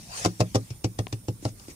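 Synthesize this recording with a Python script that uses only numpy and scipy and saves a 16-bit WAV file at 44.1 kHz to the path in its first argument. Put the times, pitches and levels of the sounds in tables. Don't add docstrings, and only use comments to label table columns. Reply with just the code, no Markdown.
import sys
import numpy as np
from scipy import signal
from scipy.fft import rfft, irfft
from scipy.io import wavfile
from scipy.ndimage import uniform_filter1d

SR = 44100
rng = np.random.default_rng(int(sys.argv[2]) if len(sys.argv) > 2 else 0)


def level_to_linear(level):
    exponent = np.asarray(level, float) / 20
    return 10 ** exponent


def store_wav(level_fs):
    pcm = np.round(np.clip(np.atleast_2d(level_fs), -1, 1) * 32767)
    wavfile.write(sys.argv[1], SR, pcm.T.astype(np.int16))


N = 77175


def evened(x):
    return x / np.sqrt(np.mean(x ** 2) + 1e-20)


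def read(points, hz):
    f, value = np.transpose(points)
    return np.interp(np.log(hz + 1), np.log(f + 1), value)


def add(mix, start_s, sound):
    part = mix[..., max(round(start_s * SR), 0):][..., :sound.shape[-1]]
    part += sound[..., :part.shape[-1]]


def drift(smooth_samples):
    return evened(uniform_filter1d(rng.standard_normal(N), size=smooth_samples))


def panned(level_db, left_right_db):
    return level_to_linear(level_db + np.array([[left_right_db / 2], [-left_right_db / 2]]))


def hiss(colour, same, balance, lag_s, patchy_db):
    frames, hz = N // 256 + 5, np.fft.rfftfreq(1024, 1 / SR)
    a, b, c, d, patches = rng.standard_normal((frames, 513, 5)).T
    patches = uniform_filter1d(patches, size=10, axis=0, mode="wrap")
    patches = evened(uniform_filter1d(patches, size=8, axis=1))
    like = np.clip(read(same, hz), -1, 1)[:, None]
    shared = a + 1j * b
    left = shared * np.exp(-2j * np.pi * hz * lag_s)[:, None]
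    right = like * shared + np.sqrt(1 - like ** 2) * (c + 1j * d)
    tilt = read(balance, hz)[:, None] / 2
    gain_db = read(colour, hz)[:, None] + patchy_db * patches + np.array([tilt, -tilt])
    z = np.array([left, right]) * level_to_linear(gain_db)
    return evened(signal.istft(z, nperseg=1024, noverlap=768)[1][:, :N])


# frequency_hz, density_db (per Hz)
FLOOR_COLOUR = [(20, 15.5), (60, 3), (130, 3.5), (350, -11.5), (650, -21), (3200, -30.5), (8500, -22),
                (16000, -26.5)]
# frequency_hz, left_right_likeness (-1 to 1)
FLOOR_LIKENESS = [(60, 1), (240, 0.76), (950, 0.21), (3770, -0.063), (15000, 0.056)]


def background():
    balance = [(100, 0.96), (4000, -0.13), (9000, -5.5)]  # frequency_hz, left_right_db
    return level_to_linear(-45.5) * hiss(FLOOR_COLOUR, FLOOR_LIKENESS, balance, lag_s=0, patchy_db=2.76)


# multiple_of_fundamental, level_db
BUZZ_PARTIALS = [(2, -9), (3, -8), (4, -9), (5, 5), (6, -6), (7, -18), (8, -19)]


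def buzz():
    fundamental_hz, width_hz = 1803, 89
    hz = np.fft.rfftfreq(N, 1 / SR)
    comb = 0
    for k, db in BUZZ_PARTIALS:
        offset = (hz - round(k) * fundamental_hz) / (width_hz * np.sqrt(k))
        comb = comb + level_to_linear(db) / (1 + offset ** 2)
    stack = evened(irfft(rfft(rng.standard_normal((N, 2)).T) * comb, N))
    throb = level_to_linear(0.9 * drift(900))
    return panned(-61, -10) * throb * stack


# frequency_hz, t60_s
CABIN_DECAY = [(150, 0.28), (400, 0.12), (1000, .1), (4000, 0.064)]


def cabin(x):
    shared, own = rng.standard_normal(SR // 4), rng.standard_normal((2, SR // 4))
    hz, t, z = signal.stft(shared + 0.34 * own, SR, nperseg=512)
    decay = level_to_linear(-60 * t / read(CABIN_DECAY, hz)[:, None])
    tail = signal.istft(z * decay * (hz > 140)[:, None], SR, nperseg=512)[1]
    build_up_s = 0.0079
    tail = tail * np.minimum(np.arange(tail.shape[1]) / (build_up_s * SR), 1)
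    low = signal.lfilter(*signal.butter(1, 500, fs=SR), tail[0])
    return signal.fftconvolve(x, tail / np.linalg.norm(low) * 0.13, axes=1)[:, :N]


# frequency_hz, left_right_db
PORT_BALANCE = [(300, -1), (900, 3), (2400, 4), (5500, 9), (6800, -4), (8200, -9), (10500, -2), (15000, -5)]
# frequency_hz, left_right_likeness (-1 to 1)
NEAR_LIKENESS = [(100, 0.36), (700, 0.98), (2000, 0.31), (5000, 0.2), (12000, 0.13)]


def near_noise(colour, patchy_db):
    return hiss(colour, NEAR_LIKENESS, PORT_BALANCE, lag_s=0.0003073, patchy_db=patchy_db)


# time_s, level_db
SLIDE_LEVEL = [(0, -50), (.09, -48.5), (.13, -40.5), (.19, -33), (.245, -35), (.28, -48), (.36, -53.5),
               (.5, -54.5), (.72, -55.5), (.8, -63.5), (1.4, -61.5), (1.44, -48), (1.49, -48),
               (1.53, -64.5), (1.62, -53.5), (1.67, -53.5), (1.71, -46), (1.75, -60.5)]
# frequency_hz, density_db (per Hz)
FUR_COLOUR = [(300, -15.5), (750, 0), (1300, -9), (2300, -5.5), (3700, -9), (5800, -1.5), (9000, -9.5),
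              (14000, -26)]


def slides():
    t = np.arange(N) / SR
    level_db = np.interp(t, *np.transpose(SLIDE_LEVEL))
    env = level_to_linear(level_db)
    mode_hz, _, mode_t60 = THUMP_MODES[0]
    u = t[:SR // 4]
    mode = level_to_linear(-60 * u / mode_t60) * np.sin(2 * np.pi * mode_hz * u)
    rumble = level_to_linear(-16) * env * evened(signal.oaconvolve(rng.standard_normal(N), mode)[:N])
    grit = level_to_linear(0.5 * drift(90))
    fur = near_noise(FUR_COLOUR, patchy_db=-3.5)
    drag = signal.filtfilt(*signal.butter(2, 1490, fs=SR), fur)
    light_db, firm_db = -64.5, -44
    light = np.clip((firm_db - level_db) / (firm_db - light_db), 0, 1)
    return env * grit * (fur - light * drag) + rumble


# start_s, level_db, pitch_hz, left_right_db
CLAW_TICKS = [
    (1.0692, -24.5, 2500, 12),
    (1.0815, -35, 7000, 2),
    (1.0852, -43, 3200, 4),
    (1.103, -47, 4000, 3),
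]


def ticks():
    out, t = np.zeros((2, N)), np.arange(800) / SR
    click_cycles, knock_db, knock_hz, knock_t60 = 0.33, -11.5, 750, 0.017
    grains = rng.standard_normal((len(CLAW_TICKS), 800))
    for (start_s, level_db, pitch_hz, left_right_db), grain in zip(CLAW_TICKS, grains):
        u = pitch_hz * t / click_cycles * min(1, np.sqrt(3000 / pitch_hz))
        click = np.sin(2 * np.pi * pitch_hz * t) * u * np.exp(1 - u)
        click = click + level_to_linear(-30 - 60 * t / 0.012) * grain
        knock = sum(np.sin(2 * np.pi * knock_hz * k * t) for k in (0.55, 1, 1.35))
        knock = level_to_linear(knock_db - 60 * t / knock_t60) * knock
        tick = click + knock * (2700 / pitch_hz) ** 2
        add(out, start_s, panned(level_db, left_right_db) * tick)
    return out


def ring(modes, rise_s, chance, spread_db, detune, hardness_db):
    t = np.arange(SR // 3) / SR
    hz, db, t60 = np.transpose(modes)[:, :, None]
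    n = len(modes)
    pitch_chance, level_chance, side_chance = chance[:3 * n].reshape(3, n, 1)
    hz = hz * (1 + detune * pitch_chance)
    db = db + spread_db * level_chance + hardness_db * np.log2(np.maximum(hz, 300 ** 2 / hz) / 350)
    side_db = 0.8 * side_chance * np.minimum(hz / 600, 1)
    left_t = np.maximum(t - 0.00023, 0)
    ports = []
    for way, u in ((1, left_t), (-1.4, t)):
        partials = level_to_linear(db + way * side_db - 60 * u / t60) * np.sin(2 * np.pi * hz * u)
        ports.append(partials.sum(0) * (1 - np.exp(-u / rise_s)))
    x = np.array(ports)
    return x / np.sqrt(np.mean(x[:, :SR // 40] ** 2))


# start_s, slap_db, cabin_thump_db, panel_ring_db, hardness_db (per octave)
PAW_STEPS = [(.2495, -15, -43.5, -25.5, 12.5), (.259, -16.5, -28.5, -21, 3), (.3975, -39, -27, -34.5, -34),
             (0.4048, -19.5, -21, -21, 2), (0.4103, -20.5, -41, -26, 4), (.548, -23, -30.5, -24, 0.5),
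             (0.5557, -18.5, -24, -21.5, 2.5), (.7055, -34.5, -32.5, -46.5, -16),
             (0.8444, -22, -24.5, -25.5, 1.5), (0.99, -25, -25, -29.5, 3.5),
             (1.1278, -26.5, -29, -35.5, -1), (1.2842, -30.5, -26.5, -29.5, -2),
             (1.4257, -48.5, -77, -45, -18), (1.4525, -25.5, -26, -27.5, 4.5),
             (1.598, -40.5, -66, -59.5, 20.5), (1.6832, -40.5, -74, -43, -14.5)]
# frequency_hz, level_db, t60_s
PANEL_MODES = [(181.5, -4.5, 0.12), (243, -12.5, 0.17), (283.9, -5.5, 0.084), (315.5, 2.5, 0.07),
               (346.3, -3, 0.057), (413.6, -2, 0.069), (499.7, -2.5, 0.05), (504.6, -5.5, 0.04),
               (629.7, -3.5, 0.048), (690, -7, 0.04), (762, -6.5, .05), (885, -30.5, 0.047),
               (1049, -13, 0.033), (1267, -23.5, 0.073)]
# frequency_hz, level_db, t60_s
THUMP_MODES = [(110.6, -3.5, 0.15), (125.4, -1.5, 0.077), (70, -56, 0.19)]
# frequency_hz, density_db (per Hz)
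SLAP_COLOUR = [(710, -11.5), (1200, -1), (1520, -5.5), (2830, -3.5), (3110, -7), (5650, -3.5), (7100, -7.5),
               (12100, -25), (16000, -31)]


def steps():
    out, t = np.zeros((2, N)), np.arange(-SR // 100, SR // 5) / SR
    rise_s, slap_t60, tail_db, tail_t60 = 0.002, 0.048, -22, 0.17
    fall = level_to_linear(-60 * t / slap_t60) + level_to_linear(tail_db - 60 * t / tail_t60)
    shape = np.where(t < 0, np.exp(np.minimum(t, 0) / rise_s), fall)
    crack = level_to_linear(4.5 - 60 * abs(t) / 0.031)
    grit = level_to_linear(0.5 * drift(40))
    noise = grit * near_noise(SLAP_COLOUR, patchy_db=3.0)
    chances = rng.standard_normal((len(PAW_STEPS), 60))
    for k, (step, chance) in enumerate(zip(PAW_STEPS, chances)):
        start_s, slap_db, thump_db, panel_db, hardness_db = step
        part = noise[:, k * N // 20:][:, :len(t)]
        slap = shape * (part + crack * np.gradient(part, axis=1))
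        slap = slap * np.linalg.norm(shape) / np.linalg.norm(slap.mean(0))
        panel = ring(PANEL_MODES, 0.0006, chance, spread_db=2.93, detune=0.027, hardness_db=hardness_db)
        thump = ring(THUMP_MODES, 0.0062, chance[45:], spread_db=-1.2, detune=0.0034, hardness_db=0)
        push_s = start_s + 0.00062
        add(out, start_s + t[0], level_to_linear(slap_db - 9) * slap)
        add(out, push_s, level_to_linear(panel_db) * panel)
        add(out, push_s, level_to_linear(thump_db) * thump)
    return out


def scene():
    paws = steps()
    near = paws + slides() + ticks() + buzz() + background()
    return near + level_to_linear(-9.5) * cabin(paws)


def roll_off(x):
    return signal.sosfilt(signal.butter(12, 16480, fs=SR, output="sos"), x)


def record(dry):
    x = signal.lfilter(*signal.butter(2, 60, "high", fs=SR), dry)
    x = signal.oaconvolve(x, signal.firwin(301, 15700, fs=SR)[None], "same")
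    return roll_off(x)


dry = scene()
out = record(dry)
store_wav(out)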